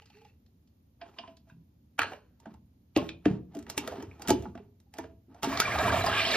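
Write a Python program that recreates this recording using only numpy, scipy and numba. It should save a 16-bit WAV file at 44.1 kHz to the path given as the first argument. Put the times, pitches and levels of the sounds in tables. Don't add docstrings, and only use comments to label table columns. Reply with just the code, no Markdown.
import sys
import numpy as np
from scipy import signal
from scipy.fft import rfft, irfft, next_fast_len
from scipy.io import wavfile
from scipy.ndimage import uniform_filter1d
from numba import njit

SR = 44100
rng = np.random.default_rng(int(sys.argv[2]) if len(sys.argv) > 2 else 0)


def to_wav(s):
    ch = np.atleast_2d(s).T
    pcm = np.round(np.clip(ch, -1, 1) * 32767)
    wavfile.write(sys.argv[1], SR, pcm.astype(np.int16))


def invert_db(level):
    return 10 ** (np.asarray(level, dtype=float) / 20)


N = 280476

# (frequency [Hz], density [dB per Hz])
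HUM = [(20, -7.5), (45, -2.5), (80, 4), (140, -4), (256, -2.5), (400, -20), (540, -43), (1200, -72.5)]
# (frequency [Hz], density [dB per Hz])
HISS = [(500, 5), (1500, -8.5), (4000, -7.5), (7000, -9.5), (9500, -38), (13500, 1), (14500, -30)]
# (frequency [Hz], width [Hz], level [dB])
WHINE = [(9790, 90, 0), (10630, 90, -3), (10980, 90, -5), (13200, 90, 1), (13738, 60, 4)]
STIR_DB, STIR_RISE_S, STIR_FADE_S = -66, 0.12, 0.077
HAND_STIR_DB, HAND_STIR_SHARE = -29, 0.42

# (start [s], hold [s], level [dB], body rumble over it [dB])
RUBS = [(1.03, 0.031, -72.5, 14.5), (1.173, 0.14, -70.5, 5.5), (5.357, 0.056, -75.5, 8),
        (3.556, 0.05, -70.5, 5), (1.073, 0.093, -75, 2.5), (1.49, 0.01, -70.5, -1), (2.438, 0.077, -88, 26),
        (3.507, 0.049, -86.5, 14), (3.679, 0.24, -67.5, 12), (3.841, 0.13, -59.5, 8), (3.988, 0.17, -69, 8),
        (5.303, 0.079, -94.5, 28.5), (2.035, 0.096, -57, 5.5), (2.982, 0.087, -56, -1),
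        (3.269, 0.063, -64, 15.5), (4.204, 0.057, -68.5, 19.5), (4.332, 0.13, -62, -5.5),
        (4.574, 0.058, -81, 15), (4.963, 0.035, -69, 8), (4.994, 0.062, -69.5, 15)]
# (start [s], hold [s], level [dB])
CAP_TURN = (0.0, 0.29, -69.5)
# (frequency [Hz], width [Hz], level [dB])
THREAD = [(834, 100, -39), (1870, 300, 0.5), (2610, 220, 2), (3180, 660, -7), (4370, 260, -5),
          (5840, 300, -6)]
# (frequency [Hz], width [Hz], level [dB])
GRIP = [(280, 120, 0), (480, 200, -2), (800, 400, -4)]
# (frequency [Hz], level [dB])
RUSTLE = [(10500, -40), (12300, 0), (15500, 0), (16500, -25)]
RUB_RISE_DB_S, RUB_FADE_DB_S = 607.5, 316

# (time [s], peak [dB], pitch [Hz])
THUDS = [(1.189, -55.5, 234.5), (1.279, -59, 275), (4.08, -45.5, 94.1), (1.521, -54.5, 166.4),
         (1.569, -57, 165.4), (2.468, -42, 223.6), (2.518, -55.5, 218.2), (2.966, -12, 320.4),
         (3.021, -35, 181), (3.261, -10, 308.2), (3.31, -24, 153), (3.565, -32.5, 282),
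         (3.776, -30.5, 294.4), (3.878, -33.5, 500), (3.919, -38.5, 487), (3.984, -36, 265.6),
         (4.025, -39, 326), (4.29, -21.5, 250.7), (4.307, -9, 365), (4.334, -22, 280.6), (4.363, -44, 235),
         (4.451, -35.5, 244), (4.553, -41.5, 246), (4.986, -34.5, 328), (5.283, -57, 267),
         (5.436, -34.5, 295.6), (5.473, -24.5, 276.4)]
# (time [s], peak [dB], pitch [Hz], ring [s])
SWELLS = [
    (3.552, -17.5, 276.3, 0.091),
    (5.47, -22, 269.2, 0.26),
    (5.69, -32.5, 115.6, 0.28),
    (5.74, -27, 77, 0.27),
    (5.83, -27, 70, 0.16),
    (5.92, -22.5, 87.5, .3),
    (5.97, -18, 92.1, 0.17),
    (6.09, -28, 85.8, 0.22),
]
# (time [s], peak [dB], pitch [Hz], ring [s])
SQUEAK = (0.14, -43, 400, .28)
HARD_RING_S, RING_DOUBLES_DB = 0.028, 20
SWELL_RISE_S, SWELL_GLIDE = 0.043, .2
SQUEAK_RISE_S, SQUEAK_GLIDE = .08, .45

# (time [s], crack peak [dB], crack pitch [Hz], shell ring [dB], shell pitch [Hz])
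CAP = [
    (0.0199, -52, 2342, -54.5, 834),
    (0.0567, -52, 4370, -91, 850),
    (0.1002, -54, 2700, -57, 834),
    (0.1696, -58, 2500, -59, 834),
    (0.2154, -56, 2560, -54, 830),
    (0.2483, -54, 2600, -48, 834),
    (0.4615, -62.5, 4100, -86, 1240),
    (0.6737, -64, 4370, -94, 630),
    (1.3683, -52, 4350, -84, 640),
    (1.497, -59, 1676, -53, 992),
]
# (time [s], crack peak [dB], crack pitch [Hz], shell ring [dB], shell pitch [Hz])
TAPS = [
    (1.0137, -40, 2300, -47, 680),
    (1.1857, -32.5, 2830, -36, 1018),
    (1.19, -58, 3000, -43, 693),
    (1.2352, -68, 2690, -36.5, 998),
    (1.276, -50, 2560, -49, 658),
]
# (time [s], crack peak [dB], crack pitch [Hz], shell ring [dB], shell pitch [Hz])
CLACKS = [
    (1.991, -7, 1415, -11, 1460),
    (1.9934, -28.5, 1550, -33, 1330),
    (2.0178, -12.5, 1310, -26, 1220),
    (2.021, -20.5, 1510, -32.5, 1230),
    (2.0315, -20, 1740, -24.5, 970),
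    (2.0441, -34, 1380, -32.5, 1370),
    (2.1194, -40.5, 1450, -27.5, 773),
    (2.1336, -35.5, 1620, -37, 576),
]
# (time [s], crack peak [dB], crack pitch [Hz], shell
# ring [dB], shell pitch [Hz])
KNOCKS = [(2.4566, -45.5, 1564, -38.5, 665), (2.9624, -17.5, 2860, -20.5, 612.4),
          (3.0196, -68, 2680, -30, 678), (3.0898, -30.5, 3360, -46.5, 1274),
          (3.2554, -23.5, 1884, -24, 697), (3.6653, -42.5, 1600, -47.5, 863), (4.4539, -62, 1514, -30, 862),
          (4.5523, -43.5, 1270, -43, 663), (4.576, -46, 1970, -44, 702), (5.0405, -45, 1630, -42.5, 655),
          (5.5727, -22.5, 4370, -18, 1234), (5.7862, -24, 3640, -24, 627)]
# (time [s], crack peak [dB], crack pitch [Hz], shell ring [dB], shell pitch [Hz])
CLICKS = [(2.5405, -58, 1540, -55.5, 891), (2.9728, -29.5, 2424, -33, 586),
          (3.8755, -31, 1360, -27.5, 1342), (3.9214, -49, 1920, -40.5, 693),
          (4.0248, -43, 1770, -43.5, 898), (4.2745, -32.5, 4540, -54, 660), (4.4233, -48, 3280, -47, 673),
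          (4.9386, -45, 1950, -50, 716), (4.97, -55, 4500, -62, 802), (4.9847, -34.5, 1780, -37, 962),
          (5.3453, -56.5, 1420, -49.5, 702), (5.431, -25.5, 3180, -28.5, 873),
          (5.4431, -29, 1680, -30, 932), (5.6007, -12.5, 4640, -26, 1313),
          (6.063, -27.5, 4890, -18.5, 1036)]
# (time [s], crack peak [dB], crack pitch [Hz], shell ring [dB], shell pitch [Hz])
TICKS = [(2.4004, -60, 3650, -59.5, 906.6), (3.5493, -49.5, 2730, -42.5, 665),
         (3.5683, -53, 1520, -50.5, 656), (3.5889, -49, 1560, -65, 677), (3.6257, -55, 1680, -70, 590),
         (3.699, -32.5, 4330, -58, 670), (3.7773, -24.5, 2310, -34, 889), (3.5405, -71, 1300, -48.5, 797),
         (4.1949, -59.5, 1360, -48.5, 822), (4.2195, -40, 5070, -48, 793), (4.2833, -27.5, 1610, -35, 938),
         (4.2928, -29, 1390, -25, 686), (4.3036, -21, 4690, -18.5, 858), (4.801, -63.5, 6940, -77, 880),
         (3.859, -64, 6130, -73, 864)]
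# (time [s], peak [dB], pitch [Hz], ring [s])
PINGS = [(2.044, -22.5, 580, 0.012), (1.993, -32.5, 2600, 0.056), (4.298, -31, 3000, 0.12),
         (1.016, -44.5, 1030, 0.05), (2.978, -28.5, 1080, 0.12), (3.922, -40, 882, .04),
         (3.9, -47, 1200, .08), (4.988, -29.5, 654, 0.039), (2.0175, -11, 1350, 0.009),
         (1.991, -38, 11000, .05), (2.018, -41.5, 13300, .1), (3.091, -30.5, 3100, 0.013),
         (1.995, -32.5, 300, 0.045), (2.0185, -23, 2500, .01), (4.6, -42.5, 410, .08)]
# (time [s], peak [dB], pitch [Hz], ring [s])
BUZZES = [(1.998, -37, 1600, .28), (2.0, -46.5, 4300, .3), (2.04, -44, 2900, .1), (1.499, -52, 1550, .05),
          (1.5, -59, 2600, 0.052), (4.113, -42.5, 2380, 0.025), (3.091, -30.5, 2480, .022),
          (3.09, -33.5, 3800, .02), (1.02, -52, 2700, 0.032), (1.187, -41, 3050, 0.04),
          (1.28, -53, 2900, .04), (1.022, -52, 1650, .05)]
CLUSTER = [.943, .976, 1., 1.019, 1.048]
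# (time [s], peak [dB], pitch [Hz], ring [s])
HOLLOWS = [(1.018, -36.5, 686, 0.13), (1.105, -54, 960, 0.042), (1.165, -46, 1007, 0.062),
           (1.238, -38, 1001, 0.087), (1.28, -46, 654, .14), (1.47, -57.5, 658, .12),
           (1.505, -50.5, 996, 0.044), (1.5, -56, 3720, 0.045), (1.993, -31.5, 452, .06),
           (2.01, -46, 95, 0.31), (2.966, -18, 321, .11), (3.261, -17.5, 309, 0.093),
           (3.268, -26, 190, .25), (2.172, -41, 610, .04), (3.695, -35, 3950, .03),
           (3.96, -44.5, 1540, 0.046), (3.1, -44, 2443, .22), (4.12, -60, 2380, .1),
           (4.25, -39, 1420, 0.055), (4.548, -38.5, 1147, 0.041), (4.865, -63, 802, 0.063),
           (4.985, -29.5, 1773, 0.035), (5.04, -35.5, 450, .05), (5.08, -59, 660, 0.32),
           (5.31, -47, 300, .06), (0.01, -57.5, 448, 0.075), (4.308, -19, 404, .04)]
HOLLOW_RISE_S = 0.0058
# (frequency [Hz], level [dB], ring [s])
TUBE = [(1740, -8, .02), (2560, -6, .02), (3030, -2, .025), (3270, -4, .02), (4960, -5, .02)]
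# (frequency [Hz], level [dB])
NECK = [(900, -22), (1700, -2), (2200, -12), (2900, 0), (3800, -12), (4400, -3), (5000, -4), (10000, -40)]
# (frequency [Hz], level [dB])
LID = [(150, -27.5), (900, 2.5), (1500, -5), (2300, 3), (3000, 7), (3700, -5), (4350, -9.5), (11000, -42)]
# (frequency [Hz], level [dB])
CRACK = [(300, -11.5), (900, 6.5), (1500, 8), (3000, 7.5), (5000, -0.5), (7000, -2), (10000, -32)]
# (frequency [Hz], level [dB])
TOP_END = [(4500, -7.5), (6500, -1.5), (8000, -4), (11000, -4.5), (13500, -5), (16500, -15)]

# (time [s], level [dB])
JET = [
    (5.425, -51.5),
    (5.44, -40.5),
    (5.482, -45),
    (5.518, -38.5),
    (5.6, -39),
    (5.67, -34.5),
    (5.9, -33),
    (6.1, -33.5),
    (6.36, -34),
]
# (time [s], depth [dB], width [s])
LULLS = [
    (5.64, 1, .02),
    (5.775, 5, .008),
    (5.91, 6.5, .008),
    (6.027, 7, .008),
    (6.11, 2, 0.0092),
]
# (time [s], peak [dB], pitch [Hz])
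GULPS = [(5.526, -16, 1025), (5.572, -34.5, 1215), (5.599, -17, 1286), (5.617, -9, 1445),
         (5.653, -14, 2367), (5.678, -14, 1076), (5.718, -16.5, 2120), (5.757, -13.5, 780),
         (5.785, -20, 587), (5.816, -19, 745), (5.858, -11, 1115), (5.879, -7.5, 975), (5.924, -13, 674),
         (5.942, -6.5, 680), (6.041, -8.5, 698), (6.065, -18.5, 4875), (6.083, -13.5, 652),
         (6.231, -25.5, 670), (6.339, -10.5, 1756), (5.788, -24.5, 3770), (5.881, -22.5, 2960),
         (5.902, -9, 1610), (5.97, -15, 706), (5.999, -24, 2380), (6.02, -21.5, 3940), (6.16, -29, 693),
         (6.2, -15, 2336), (6.25, -10.5, 3120), (6.261, -23, 5310), (6.29, -29, 1094), (6.315, -12.5, 3910)]
# (frequency [Hz], width [Hz], level [dB])
BOTTLE = [(255, 90, -9), (379, 82, -6), (675, 50, 9.5), (1069, 347, 9), (1380, 520, 4.5), (1610, 50, 18.5),
          (1750, 466, 11), (2357, 74, 18), (2500, 900, 1.5), (2860, 70, 6.5), (3430, 63, 0), (3950, 88, 5)]
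# (frequency [Hz], width [Hz], level [dB])
CHURN = [(80.2, 150, -4.5), (113.6, 20.17, 4.5), (182, 11, -7)]
# (frequency [Hz], width [Hz], level [dB])
NOZZLE = [(7500, 800, -1), (10900, 250, -8), (11840, 90, 10)]
# (frequency [Hz], level [dB])
JET_AIR = [(4000, 2), (6000, -1), (8000, -3), (11500, -5), (12700, -5), (14200, 1.5)]
# (frequency [Hz], level [dB])
FROTH = [(1500, -21.5), (2600, 1), (3800, 0), (5300, -4.5), (6500, -31), (9000, -51)]
FIZZ_DB, FIZZ_CLIMBS_DB_S = -10, 30
CHURN_DB, CHURN_PEAK_S, CHURN_FALLS_DB_S = -37.5, 5.93, 39
NOZZLE_DB, SPURT_DB, SPURT_S = -3, 16, 0.09
GULP_RING_S, GULP_DOUBLES_DB = 0.019, 19
SURGE_DB, PATCH_DB = 1.0, 2.2

# (frequency [Hz], decay [s], share unlike at the two ports [0-1])
ROOM = [(62.3, 0.34, 0), (173.3, 0.6, 0.09), (408, 0.41, 0.5), (1027, 0.24, 0.6), (2860, .24, 0.08),
        (5070, 0.14, 0.4), (8240, 0.068, 0.99), (13500, 0.044, 1)]
# (frequency [Hz], level [dB])
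SCATTER = [(300, -22), (700, -12), (1400, -16), (2500, -2), (4500, 0), (8000, -10), (14000, -4)]
SCATTER_DB, SCATTER_S = -10, .02
TILE_S, TILE_DB = 0.0037, -16

# (frequency [Hz], phase [rad])
PORT_LAG = [(0, 0), (1500, 0), (3000, 1.0), (4000, .9), (5200, 1.6), (8300, 2.85), (11800, 3.3),
            (16100, 6.3)]
# (frequency [Hz], level [dB])
PORT_DB = [(60, -.1), (200, -.5), (380, -1), (700, -3), (1290, 0), (2380, -2.5), (4400, -2.5), (8120, 0)]
# (frequency [Hz], level [dB])
MIC = [(25, -16), (70, 5), (12500, -4), (14000, -11), (15600, -12), (15900, -28)]
# (from [Hz], to [Hz], limit [dB])
MID_GAPS = [(6400, 7300, -31), (7700, 8300, -30), (8300, 11600, -12), (12200, 15700, -33.5),
            (15700, 17000, -22)]
GAP_SWAY_DB, JUMP_DB, JUMP_KEEPS_DB = 4, 8, -39


def level(x, db):
    return x * invert_db(db) / np.sqrt(np.mean(x ** 2))


def over_hz(table, size):
    hz, value = np.transpose(table)
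    bin_hz = np.arange(size // 2 + 1) * SR / size
    return np.interp(np.log(bin_hz + 1), np.log(hz + 1), value)


def tint(x, table):
    return irfft(rfft(x) * invert_db(over_hz(table, len(x))), len(x))


def noise(table, size=N):
    return level(tint(rng.standard_normal(size), table), 0)


def around(hz):
    return noise([(hz / 5, -50), (hz / 2, -18), (hz, 0), (hz * 2, -18), (hz * 5, -55)], size=4096)


def resonate(x, modes):
    out = 0
    for k, (hz, width_hz, db) in enumerate(modes):
        mode = signal.lfilter(*signal.iirpeak(hz, hz / width_hz, SR), x)
        out = out + (-1) ** k * invert_db(db) * mode
    return level(out, 0)


def curve(table, silent_db=-110):
    s, *columns = np.transpose(table)
    t = np.arange(N) / SR
    return [np.interp(t, s, c, left=silent_db, right=silent_db) for c in columns]


def walk(rate_hz):
    k = int(SR / rate_hz)
    held = np.repeat(rng.standard_normal(N // k + 1), k)
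    return 1.3 * uniform_filter1d(uniform_filter1d(held, k), k)[:N]


@njit
def rings(s, hz, t60, size, push_s, glide):
    out = np.zeros(N)
    for k in range(len(s)):
        start, phase = int(s[k] * SR), 0.
        for i in range(min(int(t60[k] * SR), N - start)):
            t = i / SR
            phase += 2 * np.pi * hz[k] * (1 + glide * t / t60[k]) / SR
            swell = 1 - np.exp(-t / push_s)
            out[start + i] += size[k] * np.exp(-6.9 * t / t60[k]) * swell * np.sin(phase)
    return out


def background():
    hum = noise(HUM) * invert_db(walk(5)) + .05 * np.array([noise(HUM), noise(HUM)])
    whine = resonate(rng.standard_normal(N), WHINE)
    hiss = np.array([noise(HISS), noise(HISS)])
    power = np.full(N + SR, invert_db(2 * STIR_DB))
    t = np.arange(SR) / SR
    swell = (1 - np.exp(-t / STIR_RISE_S)) * np.exp(-t / STIR_FADE_S)
    for s, db, _ in THUDS:
        at = int(s * SR)
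        power[at:at + SR] += (invert_db(HAND_STIR_DB + HAND_STIR_SHARE * db) * swell) ** 2
    return np.sqrt(power[:N]) * hum + level(whine, -76.5) + level(hiss, -76.0)


def slide(start_s, hold_s, db):
    t = np.arange(N) / SR
    early_s = np.maximum(start_s - t, 0)
    late_s = np.maximum(t - start_s - hold_s, 0)
    return db - RUB_RISE_DB_S * early_s - RUB_FADE_DB_S * late_s


def rubbing():
    slips = rng.standard_normal(N) * invert_db(2.5 * walk(60) + 2.5 * walk(400))
    surface = level(tint(slips, CRACK), 0) + level(noise(TOP_END), -3.0)
    surface = surface + level(tint(slips, RUSTLE), -5.5)
    body = resonate(slips, GRIP)
    out = invert_db(slide(*CAP_TURN)) * (resonate(slips, THREAD) + invert_db(-4.0) * surface)
    for start_s, hold_s, db, body_db in RUBS:
        out = out + invert_db(slide(start_s, hold_s, db)) * (surface + invert_db(body_db) * body)
    return out


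def thuds():
    s, db, hz = np.transpose(THUDS)
    t60 = HARD_RING_S * 2 ** (-db / RING_DOUBLES_DB)
    blow = rings(s, hz, t60, invert_db(db + 5.5), 0.0064, 0.)
    blow = blow + rings(s, 1.278 * hz, 0.38 * t60, invert_db(db + 4.5), 0.0013, 0.)
    blow = blow + rings(s, 0.82 * hz, 3.28 * t60, invert_db(db - 7.0), 0.02, 0.)
    push = rings(s, 0.31 * hz, 0 * s + 0.022, invert_db(db), 0.0045, 0.)
    shake = invert_db(-17.0) * np.std(blow) * resonate(push, CHURN)
    s, db, hz, t60 = np.transpose(SWELLS)
    swells = rings(s, hz, t60, invert_db(db), SWELL_RISE_S, SWELL_GLIDE)
    s, db, hz, t60 = np.transpose([SQUEAK])
    squeak = rings(s, hz, t60, invert_db(db), SQUEAK_RISE_S, SQUEAK_GLIDE)
    return swells + squeak + blow + shake


def contacts(table, colour, rattle_s, ring_s, tone_db, top_db, tail=.23):
    s, crack_db, crack_hz, shell_db, shell_hz = np.transpose(table)
    out = np.zeros(N + 4096)
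    t = (np.arange(4096) - 512) / SR
    after = np.maximum(t, 0)
    scuff = invert_db(-19.0) * np.exp(np.minimum(t, 0) / 0.0044) * np.exp(-after / 0.014)
    rattle = (1 - np.exp(-after / (.2 * rattle_s))) * np.exp(-(t / rattle_s) ** 2)
    rattle = rattle + scuff + tail * (1 - np.exp(-after / 0.0066)) * np.exp(-after / 0.019)
    top_fade = 0.46 + np.exp(-after / 0.0033)
    ring_s = ring_s * (680 / shell_hz) ** 2
    for k, at in enumerate((s * SR).astype(int)):
        crack = invert_db(-10.5) * noise(colour, size=4096) + invert_db(-5.5) * around(crack_hz[k])
        top = invert_db(top_db + 3.5) * noise(TOP_END, size=4096) * top_fade
        swell = (1 - np.exp(-after / .003)) * np.exp(-np.log(1000) * after / ring_s[k])
        wall = invert_db(shell_db[k] - tone_db - 2.5) * around(shell_hz[k]) * swell
        out[at:at + 4096] += invert_db(crack_db[k]) * (crack + top) * rattle + wall
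    return out[512:N + 512] + rings(s, shell_hz, ring_s, invert_db(shell_db + tone_db), .004, 0.)


def tube():
    s, db = np.transpose(TAPS)[:2]
    out = 0
    for hz, mode_db, t60 in TUBE:
        size = invert_db(db + mode_db + 2 * rng.standard_normal(len(s)))
        out = out + rings(s, hz + 0. * s, t60 + 0 * s, size, .0007, 0.)
    return out


def small_parts():
    s, db, hz, t60 = np.transpose(BUZZES)
    out = sum(rings(s, share * hz, t60, invert_db(db), .003, 0.) for share in CLUSTER)
    s, db, hz, t60 = np.transpose(HOLLOWS)
    out = out + rings(s, hz, t60, invert_db(db), HOLLOW_RISE_S, 0.)
    s, db, hz, t60 = np.transpose(PINGS)
    return out + rings(s, hz, np.clip(t60, .008, .4), invert_db(db - 1.5), 0.00058, 0.)


def ticks():
    out = contacts(CAP, NECK, 0.0054, 0.055, tone_db=5, top_db=-11.5)
    out = out + contacts(TAPS, NECK, .005, .09, tone_db=4, top_db=-38)
    out = out + contacts(CLACKS, LID, 0.0025, 0.04, tone_db=-2.0, top_db=-19.5, tail=0.12)
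    out = out + contacts(KNOCKS, CRACK, 0.0044, 0.063, tone_db=1.0, top_db=-20.0)
    out = out + contacts(CLICKS, CRACK, 0.0032, 0.14, tone_db=2.0, top_db=-2.0)
    out = out + contacts(TICKS, CRACK, 0.0043, 0.091, tone_db=6.0, top_db=2.0)
    return out + tube() + small_parts()


def bubbles(count, low_hz, octaves, late_octaves, cycles):
    when, pitch, loudness, rarity = rng.random((count, 4)).T
    s = JET[0][0] + when * (N / SR - JET[0][0])
    reach = octaves + (late_octaves - octaves) * when
    hz = low_hz * 2 ** (reach * (pitch + rarity ** 2) / 2)
    cloud = rings(s, hz, cycles / hz, invert_db(-3.4 * np.log(loudness + .01)), .003, .03)
    return cloud / np.std(cloud[int(JET[0][0] * SR):])


def patchy(x, surge):
    spec = rfft(x)
    hz = np.arange(N // 2 + 1) * SR / N
    step = np.clip(2 * np.log2(hz / 400 + 1e-9), 0, 8)
    out = 0
    for k in range(9):
        band = irfft(spec * np.maximum(1 - np.abs(step - k), 0), N)
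        out = out + band * invert_db(PATCH_DB * np.roll(surge, (k + 1) * N // 11) - .5)
    return out


def gulps():
    s, db, hz = np.transpose(GULPS)
    t60 = GULP_RING_S * 2 ** (-db / GULP_DOUBLES_DB)
    return rings(s, hz, t60, invert_db(db - 1.0), 0.0032, 0.025)


def jet():
    cloud_db, = curve(JET)
    t = np.arange(N) / SR
    for s, depth_db, width_s in LULLS:
        cloud_db = cloud_db - depth_db * np.exp(-((t - s) / width_s) ** 2)
    since = np.maximum(t - JET[0][0], 0)
    fizz_db = cloud_db + FIZZ_DB + FIZZ_CLIMBS_DB_S * (since - .4)
    churn_db = np.minimum(cloud_db + 6.5, CHURN_DB - CHURN_FALLS_DB_S * np.abs(t - CHURN_PEAK_S))
    nozzle_db = cloud_db + NOZZLE_DB + SPURT_DB * np.exp(-since / SPURT_S)

    cloud = bubbles(count=2400, low_hz=201.6, octaves=4.2, late_octaves=4.6, cycles=49)
    cloud = cloud + invert_db(-11.0) * noise(CRACK) * (since > 0)
    fizz = bubbles(count=4200, low_hz=1980, octaves=1.67, late_octaves=2.39, cycles=48)
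    fizz = fizz + invert_db(-7.0) * noise(FROTH)
    churn = resonate(rng.standard_normal(N), CHURN) * invert_db(1.9 * walk(5.1))
    settled = np.clip((t - 5.62) / 0.13, 0, 1)
    whistle = resonate(rng.standard_normal(N), NOZZLE) * invert_db(2.5 * walk(30) - 5) * settled
    nozzle = noise(JET_AIR) * invert_db(0.5 * walk(93)) + whistle

    surge = walk(18)
    share = np.sqrt(1 - JET[0][0] * SR / N)
    water = invert_db(cloud_db + 3.0 + SURGE_DB * surge) * share * resonate(cloud, BOTTLE)
    water = water + invert_db(fizz_db + 1.5 * surge) * fizz
    return patchy(water, surge) + invert_db(churn_db) * churn + invert_db(nozzle_db) * nozzle + gulps()


def off_tiles(x):
    late = np.pad(x, (int(TILE_S * SR), 0))[:N]
    echo = signal.lfilter(*signal.butter(1, [350, 5000], "bandpass", fs=SR), late)
    return invert_db(TILE_DB) * echo * np.array([[1], [-1]])


def scatter(x, size=2048):
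    spray = noise(SCATTER, size=size) * np.exp(-np.arange(size) / SR / SCATTER_S)
    spray = invert_db(SCATTER_DB) * spray / np.abs(rfft(spray)).max() * 2
    return signal.fftconvolve(x, spray)[:N] * np.array([[1], [-1]])


def room(x, size=32768):
    t, tail = np.arange(size) / SR, 0
    for hz, t60, unlike in ROOM:
        octave = [(hz / 3, -24), (hz, 0), (hz * 3, -24)]
        mid, side = noise(octave, size=size), noise(octave, size=size)
        both = mid + unlike * side * np.array([[1], [-1]])
        tail = tail + both * np.sqrt(hz / 1000) * np.exp(-np.log(1000) * t / t60)
    tail = tail * (1 - np.exp(-(t / 0.00065) ** 2))
    tail = tail / np.sqrt(np.sum(tail[0] ** 2))
    return signal.fftconvolve(x[None], tail, axes=1)[:, :N]


def scene():
    handling = ticks() + thuds() + rubbing()
    gas = jet()
    direct = handling + gas
    echoes = room(invert_db(-9.5) * handling + invert_db(-13.5) * gas)
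    return direct + off_tiles(direct) + echoes + background() + scatter(direct)


def thin_top(x):
    mid_side = np.array([x[0] + x[1], x[0] - x[1]]) / 2
    spec = signal.stft(mid_side, nperseg=1024, noverlap=768)[2]
    band = np.arange(spec.shape[1]) // 10
    power = np.add.reduceat(np.abs(spec) ** 2 + 1e-18, np.arange(0, len(band), 10), axis=1)
    loud_db = 10 * np.log10(power[:, 2:].sum((0, 1)))
    mid_db = uniform_filter1d(10 * np.log10(power[0]) - loud_db, size=3)
    sway = uniform_filter1d(rng.standard_normal(mid_db.shape), size=18)
    sway = uniform_filter1d(sway, size=2, axis=0) * 5.6
    hz = (np.arange(len(mid_db))[:, None] + .5) * 10 * SR / 1024
    keep = True
    for from_hz, to_hz, limit_db in MID_GAPS:
        audible = mid_db + GAP_SWAY_DB * sway > limit_db
        keep = keep & (audible | (hz < from_hz) | (hz > to_hz))
    jump = loud_db - np.roll(loud_db, 2) > JUMP_DB
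    keep = keep | (jump & (mid_db > JUMP_KEEPS_DB))
    gated = np.array([spec[0] * keep[band], spec[1]])
    mid, side = signal.istft(gated, nperseg=1024, noverlap=768)[1][:, :N]
    return np.array([mid + side, mid - side])


def top_cut(x):
    return signal.sosfilt(signal.butter(12, 16510, fs=SR, output="sos"), x)


def record(dry):
    size = next_fast_len(N + 4096)
    half = invert_db(over_hz(PORT_DB, size) / 2) * np.exp(.5j * over_hz(PORT_LAG, size))
    spec = rfft(dry, size) * invert_db(over_hz(MIC, size))
    ports = irfft(spec * np.array([half, 1 / half]), size)[:, :N]
    rounded = np.tanh(1.205 * ports) / 1.358
    return top_cut(thin_top(rounded))


dry = scene()
out = record(dry)
to_wav(out)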